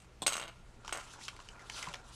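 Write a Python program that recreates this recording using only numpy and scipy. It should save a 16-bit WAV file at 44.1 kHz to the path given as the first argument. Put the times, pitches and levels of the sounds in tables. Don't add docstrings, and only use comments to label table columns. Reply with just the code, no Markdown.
import sys
import numpy as np
from scipy import signal
from scipy.fft import rfft, irfft, next_fast_len
from scipy.io import wavfile

SR = 44100
rng = np.random.default_rng(int(sys.argv[2]) if len(sys.argv) > 2 else 0)


def to_wav(s):
    ch = np.atleast_2d(s).T
    pcm = np.round(np.clip(ch, -1, 1) * 32767)
    wavfile.write(sys.argv[1], SR, pcm.astype(np.int16))


def magnitude_from_level(level_db):
    exponent = np.asarray(level_db, float) / 20
    return 10 ** exponent


N = 94815


def rms_one(x):
    return x / np.sqrt(np.mean(x ** 2) + 1e-20)


def band_pass(x, low_hz, high_hz):
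    return signal.sosfilt(signal.butter(2, [low_hz, high_hz], "band", fs=SR, output="sos"), x)


def effort(rows):
    s, db = np.transpose(rows)
    return magnitude_from_level(np.interp(np.arange(N) / SR, s, db))


def drift(rate_hz):
    r = np.exp(-80 * np.pi * rate_hz / SR)
    noise = rng.standard_normal(N // 40 + 2002)
    slow = signal.lfilter([1], [1, -2 * r, r * r], noise)[2000:]
    return np.interp(np.arange(N) / 40, np.arange(len(slow)), rms_one(slow))


def clicks_at(seconds, heights):
    clicks = np.zeros(N)
    clicks[(np.asarray(seconds) * SR).astype(int)] = heights
    return clicks


def dying(clicks, t60_s):
    return signal.lfilter([1], [1, -magnitude_from_level(-60 / (t60_s * SR))], clicks + 1e-18)


def ring(clicks, hz, t60_s):
    r = magnitude_from_level(-60 / (max(t60_s, 0.002) * SR))
    w = 2 * np.pi * hz / SR
    return signal.lfilter([0, np.sin(w)], [1, -2 * r * np.cos(w), r * r], clicks + 1e-18)


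def ring_all(clicks, modes):
    return rms_one(sum(magnitude_from_level(db) * ring(clicks, hz, t60_s) for hz, db, t60_s in modes))


def grains(per_s, spread_db, shape):
    size = magnitude_from_level(spread_db * np.minimum(rng.exponential(1, shape), 4))
    size = size * rng.choice([-1, 1], shape)
    return size * (rng.random(shape) < per_s / SR)


def coloured(source, spectrum, patchy_db, rate_hz):
    hz, db = np.transpose(spectrum)
    edges = 20 * 2 ** np.arange(0, 9.8, 1 / 3)
    out = 0
    for k, (low, high) in enumerate(zip(edges, edges[1:])):
        mid = np.sqrt(low * high)
        if hz[0] * 0.9 < mid < hz[-1] * 1.1:
            level_db = np.interp(np.log(mid), np.log(hz), db)
            out = out + band_pass(source[k % 2], low, high) * magnitude_from_level(level_db + patchy_db * drift(rate_hz))
    return rms_one(out)


def struck(rows, column, modes, trim_db, chatter_db=-14, sign=-1):
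    rows = np.array(rows)
    out = 0
    for k, (hz, db, t60_s) in enumerate(modes):
        uneven_db = 3 * rng.uniform(-1.2, 1, len(rows))
        clicks = clicks_at(rows[:, 0], magnitude_from_level(rows[:, column] + trim_db + db + uneven_db))
        chatter = magnitude_from_level(chatter_db) * grains(900, 2.84, N)
        out = out + sign ** k * ring(clicks + dying(clicks, 0.051) * chatter, hz, t60_s)
    return out


# frequency in Hz, level in dB per Hz.
AIR_SPECTRUM = [(12, -34), (20, 3.5), (122, -12.5), (196, -11.5), (315, -19.5), (352, -16.5), (725, -22),
                (8880, -39), (15500, -63)]
# frequency in Hz, level in dB rms.
HUM_TONES = [(58, -67), (120, -65.5)]


def air():
    t = np.arange(N) / SR
    hum = 0
    for hz, db in HUM_TONES:
        hum = hum + magnitude_from_level(db + 2 + drift(2.7)) * np.sin(2 * np.pi * hz * t + 0.83 * drift(4.6))
    noise = coloured(rng.standard_normal((2, N)), AIR_SPECTRUM, patchy_db=2.4, rate_hz=13.0)
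    return magnitude_from_level(-58.5) * noise + hum


def room(x):
    t60_s, wall_cut_hz = 0.24, 7100
    size = next_fast_len(N + SR)
    hz = np.arange(size // 2 + 1) * SR / size
    total = 0
    for k, lag_s in enumerate(rng.uniform(0.006, 0.03, size=10)):
        loss = magnitude_from_level(-60 * lag_s / t60_s * (1.5 + hz / wall_cut_hz))
        loop = loss * np.exp(-2j * np.pi * hz * lag_s)
        total = total + (-1) ** k * loop / (1 - loop)
    return irfft(rfft(x, size) * total, size)[:N]


# start in seconds, level in dB, frequency in Hz, t60 in seconds.
TABLE_BUMPS = [
    (0.912, -42.5, 39.7, 0.096),
    (1.879, -42.5, 165, 0.11),
]


def bumps():
    out = 0
    for s, db, hz, t60_s in TABLE_BUMPS:
        out = out + ring(clicks_at([s], -magnitude_from_level(db)), hz, t60_s)
    return signal.sosfilt(signal.butter(2, 300, fs=SR, output="sos"), out)


def brush():
    middle_s, width_s, level_db = 1.765, 0.035, -50.5
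    t = np.arange(N) / SR
    hiss = sum(rms_one(ring(grains(6000, 3.0, N), hz, 0.0079)) for hz in (4350, 4940, 6000))
    return magnitude_from_level(level_db) * np.exp(-0.5 * ((t - middle_s) / width_s) ** 2) * rms_one(hiss)


# time in seconds, level in dB.
SLIDE_EFFORT = [(0, -67), (.09, -80.5), (.8, -80.5), (.88, -57.5), (1.05, -62), (1.14, -55), (1.18, -66),
                (1.24, -50), (1.33, -65.5), (1.46, -64), (1.51, -66.5), (1.57, -73), (1.68, -60),
                (1.775, -47.5), (1.9, -58), (1.96, -61), (2.04, -70.5), (2.14, -55)]
# time in seconds, level in dB.
FLEX_EFFORT = [(.76, -75), (.86, -57.5), (1.0, -61), (1.1, -64), (1.15, -60), (1.32, -64.5), (1.45, -66),
               (1.56, -58), (1.72, -59), (1.8, -49.5), (1.9, -53.5), (2.02, -62.5), (2.15, -61.5)]
# frequency in Hz, level in dB per Hz.
RUB_SPECTRUM = [(1600, -33), (2700, -3), (4300, -1.5), (5100, -9.5), (6100, -0.5), (9000, -10),
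                (15000, -62)]
# frequency in Hz, level in dB per Hz.
SHEET_SPECTRUM = [(250, -13), (660, -8.5), (900, -5), (1400, -3.5), (1800, -31), (2600, -1.5)]


def rustle():
    flutter_db = 1.5
    rub = coloured(grains(12000, 4, (2, N)), RUB_SPECTRUM, patchy_db=2.46, rate_hz=23.0)
    drag = grains(2500, 4.8, (2, N))
    pocket = magnitude_from_level(-5) * rms_one(ring(drag[0] - drag[1], hz=1418.6, t60_s=0.075))
    sheet = coloured(drag, SHEET_SPECTRUM, patchy_db=2.3, rate_hz=11.4) + pocket
    slide = magnitude_from_level(flutter_db * drift(45.0)) * effort(SLIDE_EFFORT) * rub
    return slide + magnitude_from_level(flutter_db * drift(31.0)) * effort(FLEX_EFFORT) * sheet


# start in seconds, peak in dB, pitch in Hz, length in seconds.
CREASES = [(.848, -36, 1300, 0.008), (.8495, -38, 2700, .006), (0.86, -40, 6400, 0.012),
           (0.863, -42, 1300, .015), (0.873, -37, 7000, .006), (.879, -24, 3350, 0.0045),
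           (.8795, -28.5, 6600, .004), (.880, -31, 980, 0.0069), (0.893, -33, 1510, 0.0096),
           (0.8942, -38, 3000, 0.011), (1.031, -40, 2900, .015), (1.137, -39, 1440, 0.032),
           (1.212, -39.5, 2170, 0.031), (1.282, -21.5, 3170, 0.014), (1.2824, -27.5, 1340, 0.013),
           (1.286, -30, 2300, .012), (1.287, -26, 5600, .006), (1.331, -44, 1000, .01),
           (1.365, -36, 3030, 0.0092), (1.366, -45, 1100, .006), (1.391, -38, 1000, 0.019),
           (1.4014, -35, 1190, 0.013), (1.402, -41, 2950, .006), (1.488, -32, 2970, 0.011),
           (1.594, -41, 2030, 0.049), (1.6979, -28.5, 2040, 0.0092), (1.699, -26, 2950, .008),
           (1.70, -35, 900, 0.011), (1.787, -38, 1290, .015), (1.8272, -21, 3150, 0.0094),
           (1.830, -26, 2100, 0.011), (1.842, -29.5, 2210, 0.013), (1.855, -32, 2180, 0.007),
           (1.868, -33, 3000, 0.011), (1.872, -34, 1000, 0.018), (1.886, -28, 2640, 0.01),
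           (1.895, -36, 2300, .01), (1.93, -33, 3380, 0.003), (1.9388, -26, 3200, 0.011),
           (1.939, -28.5, 900, 0.012), (1.9433, -28, 2230, .008), (1.9436, -25, 6100, .004),
           (1.955, -33, 5800, .008), (2.048, -46, 1100, .008)]


def snaps():
    level_db, broad_db, cycles = -5, 11, 11.7
    size = SR // 6
    out = np.zeros(N + SR)
    for s, db, hz, length_s in CREASES:
        clicks = 0.4 * grains(2600, 1.2, size)
        clicks[0] = 1
        clicks = clicks * magnitude_from_level(-60 * np.arange(size) / SR / (2.4 * max(length_s, 0.003)))
        upper_hz = hz * (1.47 + 0.033 * rng.uniform(-1, 1))
        tone = ring(clicks, hz, cycles / hz) - 0.36 * ring(clicks, upper_hz, cycles / hz)
        broad = band_pass(clicks, max(0.5 * hz, 600), min(5.0 * hz, 10000))
        i = int(s * SR)
        out[i:i + size] += magnitude_from_level(db + level_db) * (tone + magnitude_from_level(broad_db) * broad)
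    return out[:N]


# start in seconds, level in dB, t60 in seconds.
ROLL_STARTS = [
    (0.301, -44.5, 0.73),
    (0.929, -47.5, 0.54),
]
# frequency in Hz, level in dB, t60 in seconds.
BARREL_MODES = [(2180, -11.5, 0.021), (2770, -2.5, 0.012), (2824, -5, 0.018), (3160, -5.5, 0.01),
                (3850, -4.5, 0.0052), (4630, -16.5, 0.017)]
# frequency in Hz, level in dB, t60 in seconds.
RIM_MODES = [(5530, -11, 0.013), (6460, 3.5, 0.0087), (6505, -1, 0.024), (7750, -3, 0.016),
             (8050, -4, 0.017), (8172, 2, 0.025), (9770, -15, 0.017), (10500, -27, 0.018),
             (11500, -28, 0.02), (13900, -29, .045)]


def roll():
    t = np.arange(N) / SR
    fade = 0
    for s, db, t60_s in ROLL_STARTS:
        fade = fade + (t > s) * magnitude_from_level(db - 60 * np.maximum(t - s, 0) / t60_s)
    ticks = grains(1800, 2.5, N)
    wood = rms_one(band_pass(ticks, 700, 2800)) + 0.79 * rms_one(ring(ticks, 1386, 0.015))
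    shell = magnitude_from_level(-12) * ring_all(ticks, BARREL_MODES) + magnitude_from_level(-10) * ring_all(ticks, RIM_MODES)
    return fade * rms_one(wood + shell)


# start in seconds, barrel in dB, table knock in dB, rim ring in dB.
DROP_TOUCHES = [(.002, -51, -58, -59), (.02, -49, -60, -61), (.045, -59, -61, -65),
                (0.2647, -10.5, -22.5, -26), (0.2684, -14.5, -28.5, -23.5), (.2787, -12.5, -25, -24.5),
                (.289, -34, -39, -33.5), (.2995, -53, -50, -37.5), (.307, -42, -44, -42),
                (.315, -45, -44, -46), (0.3229, -23, -32, -36), (.3318, -27, -36, -32),
                (0.3397, -23, -42, -39), (.3540, -44, -27, -39), (0.3674, -23, -37, -35),
                (0.3797, -34, -27.5, -39), (0.3971, -28.5, -37, -44), (0.3992, -29, -33.5, -46),
                (.4138, -34, -32.5, -43), (0.4231, -27, -37, -49), (.4280, -31, -35, -65),
                (.4370, -35, -40.5, -51), (.4455, -41, -43, -60), (.4520, -38, -42, -56),
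                (.458, -44, -41, -64), (0.473, -40, -42, -66), (.4790, -32, -45, -49.5),
                (.4850, -40, -39.5, -66), (.491, -40, -44, -66), (.497, -48, -43, -68)]
# start in seconds, barrel in dB, table knock in dB, rim ring in dB.
KNOCK_TOUCHES = [(0.9253, -21.5, -26, -35), (.928, -32, -35.5, -44), (0.9336, -32, -39, -59),
                 (.938, -38, -46, -58), (0.942, -45, -45, -44), (0.9492, -50, -32, -58),
                 (0.9548, -35, -39, -46), (.958, -45, -48, -62), (0.964, -53, -33, -67),
                 (0.9730, -43, -33.5, -40), (.978, -53, -39, -62), (0.985, -42, -36, -62),
                 (.990, -50, -42, -66), (0.995, -50, -44, -66), (0.9987, -34, -43, -57),
                 (1.012, -44, -44, -66)]
TOUCHES = np.array(DROP_TOUCHES + KNOCK_TOUCHES)
# frequency in Hz, level in dB, t60 in seconds.
TABLE_MODES = [(672, -15.5, 0.018), (876, -9, 0.009), (1190, -2, 0.0077), (1440, -9, 0.021),
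               (1810, -8, 0.0078)]


def table_knock():
    knock = struck(TOUCHES, column=2, modes=TABLE_MODES, trim_db=1.5, chatter_db=-19, sign=0.96)
    taps = clicks_at(TOUCHES[:, 0], -magnitude_from_level(TOUCHES[:, 2] - 6))
    knock = knock + ring(taps, 1280, 0.0017)
    return signal.sosfilt(signal.butter(2, 393, "high", fs=SR, output="sos"), knock)


# start in seconds, level in dB.
LANDING_TOUCHES = [
    (.2198, -29.5),
    (.2265, -34),
    (0.23, -42.5),
]
# frequency in Hz, level in dB, t60 in seconds.
SET_DOWN_MODES = [(165, -12, 0.036), (420, -3.5, 0.012), (780, -1, 0.01), (1050, -2.5, 0.012),
                  (3410, -1, 0.0097), (3700, -4, 0.012), (4210, -11, 0.014), (7260, -9.5, 0.02),
                  (8180, -5, 0.022), (13900, -30, .02)]


def crack():
    landing = np.array(LANDING_TOUCHES)
    hits = clicks_at(TOUCHES[:, 0], magnitude_from_level(TOUCHES[:, 3] + 1.5))
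    hits = hits + clicks_at(landing[:, 0], magnitude_from_level(landing[:, 1] - 6))
    return band_pass(dying(hits, 0.026) * rng.standard_normal(N), 2400, 9000)


def cap():
    contact = crack() + table_knock()
    barrel = struck(TOUCHES, column=1, modes=BARREL_MODES, trim_db=-7)
    rim = struck(TOUCHES, column=3, modes=RIM_MODES, trim_db=-3.5)
    set_down = struck(LANDING_TOUCHES, column=1, modes=SET_DOWN_MODES, trim_db=-0.5)
    return contact + barrel + rim + set_down


def scene():
    near = cap() + band_pass(snaps(), 393, 7000) + rustle() + brush() + roll()
    return (near + magnitude_from_level(-15) * room(near) + bumps() + air())[None]


def top_cut(x):
    return signal.sosfilt(signal.butter(12, 15810, fs=SR, output="sos"), x)


def record(dry):
    mix = signal.sosfilt(signal.cheby2(10, 60, 15700, fs=SR, output="sos"), dry)
    return top_cut(mix)


dry = scene()
out = record(dry)
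to_wav(out)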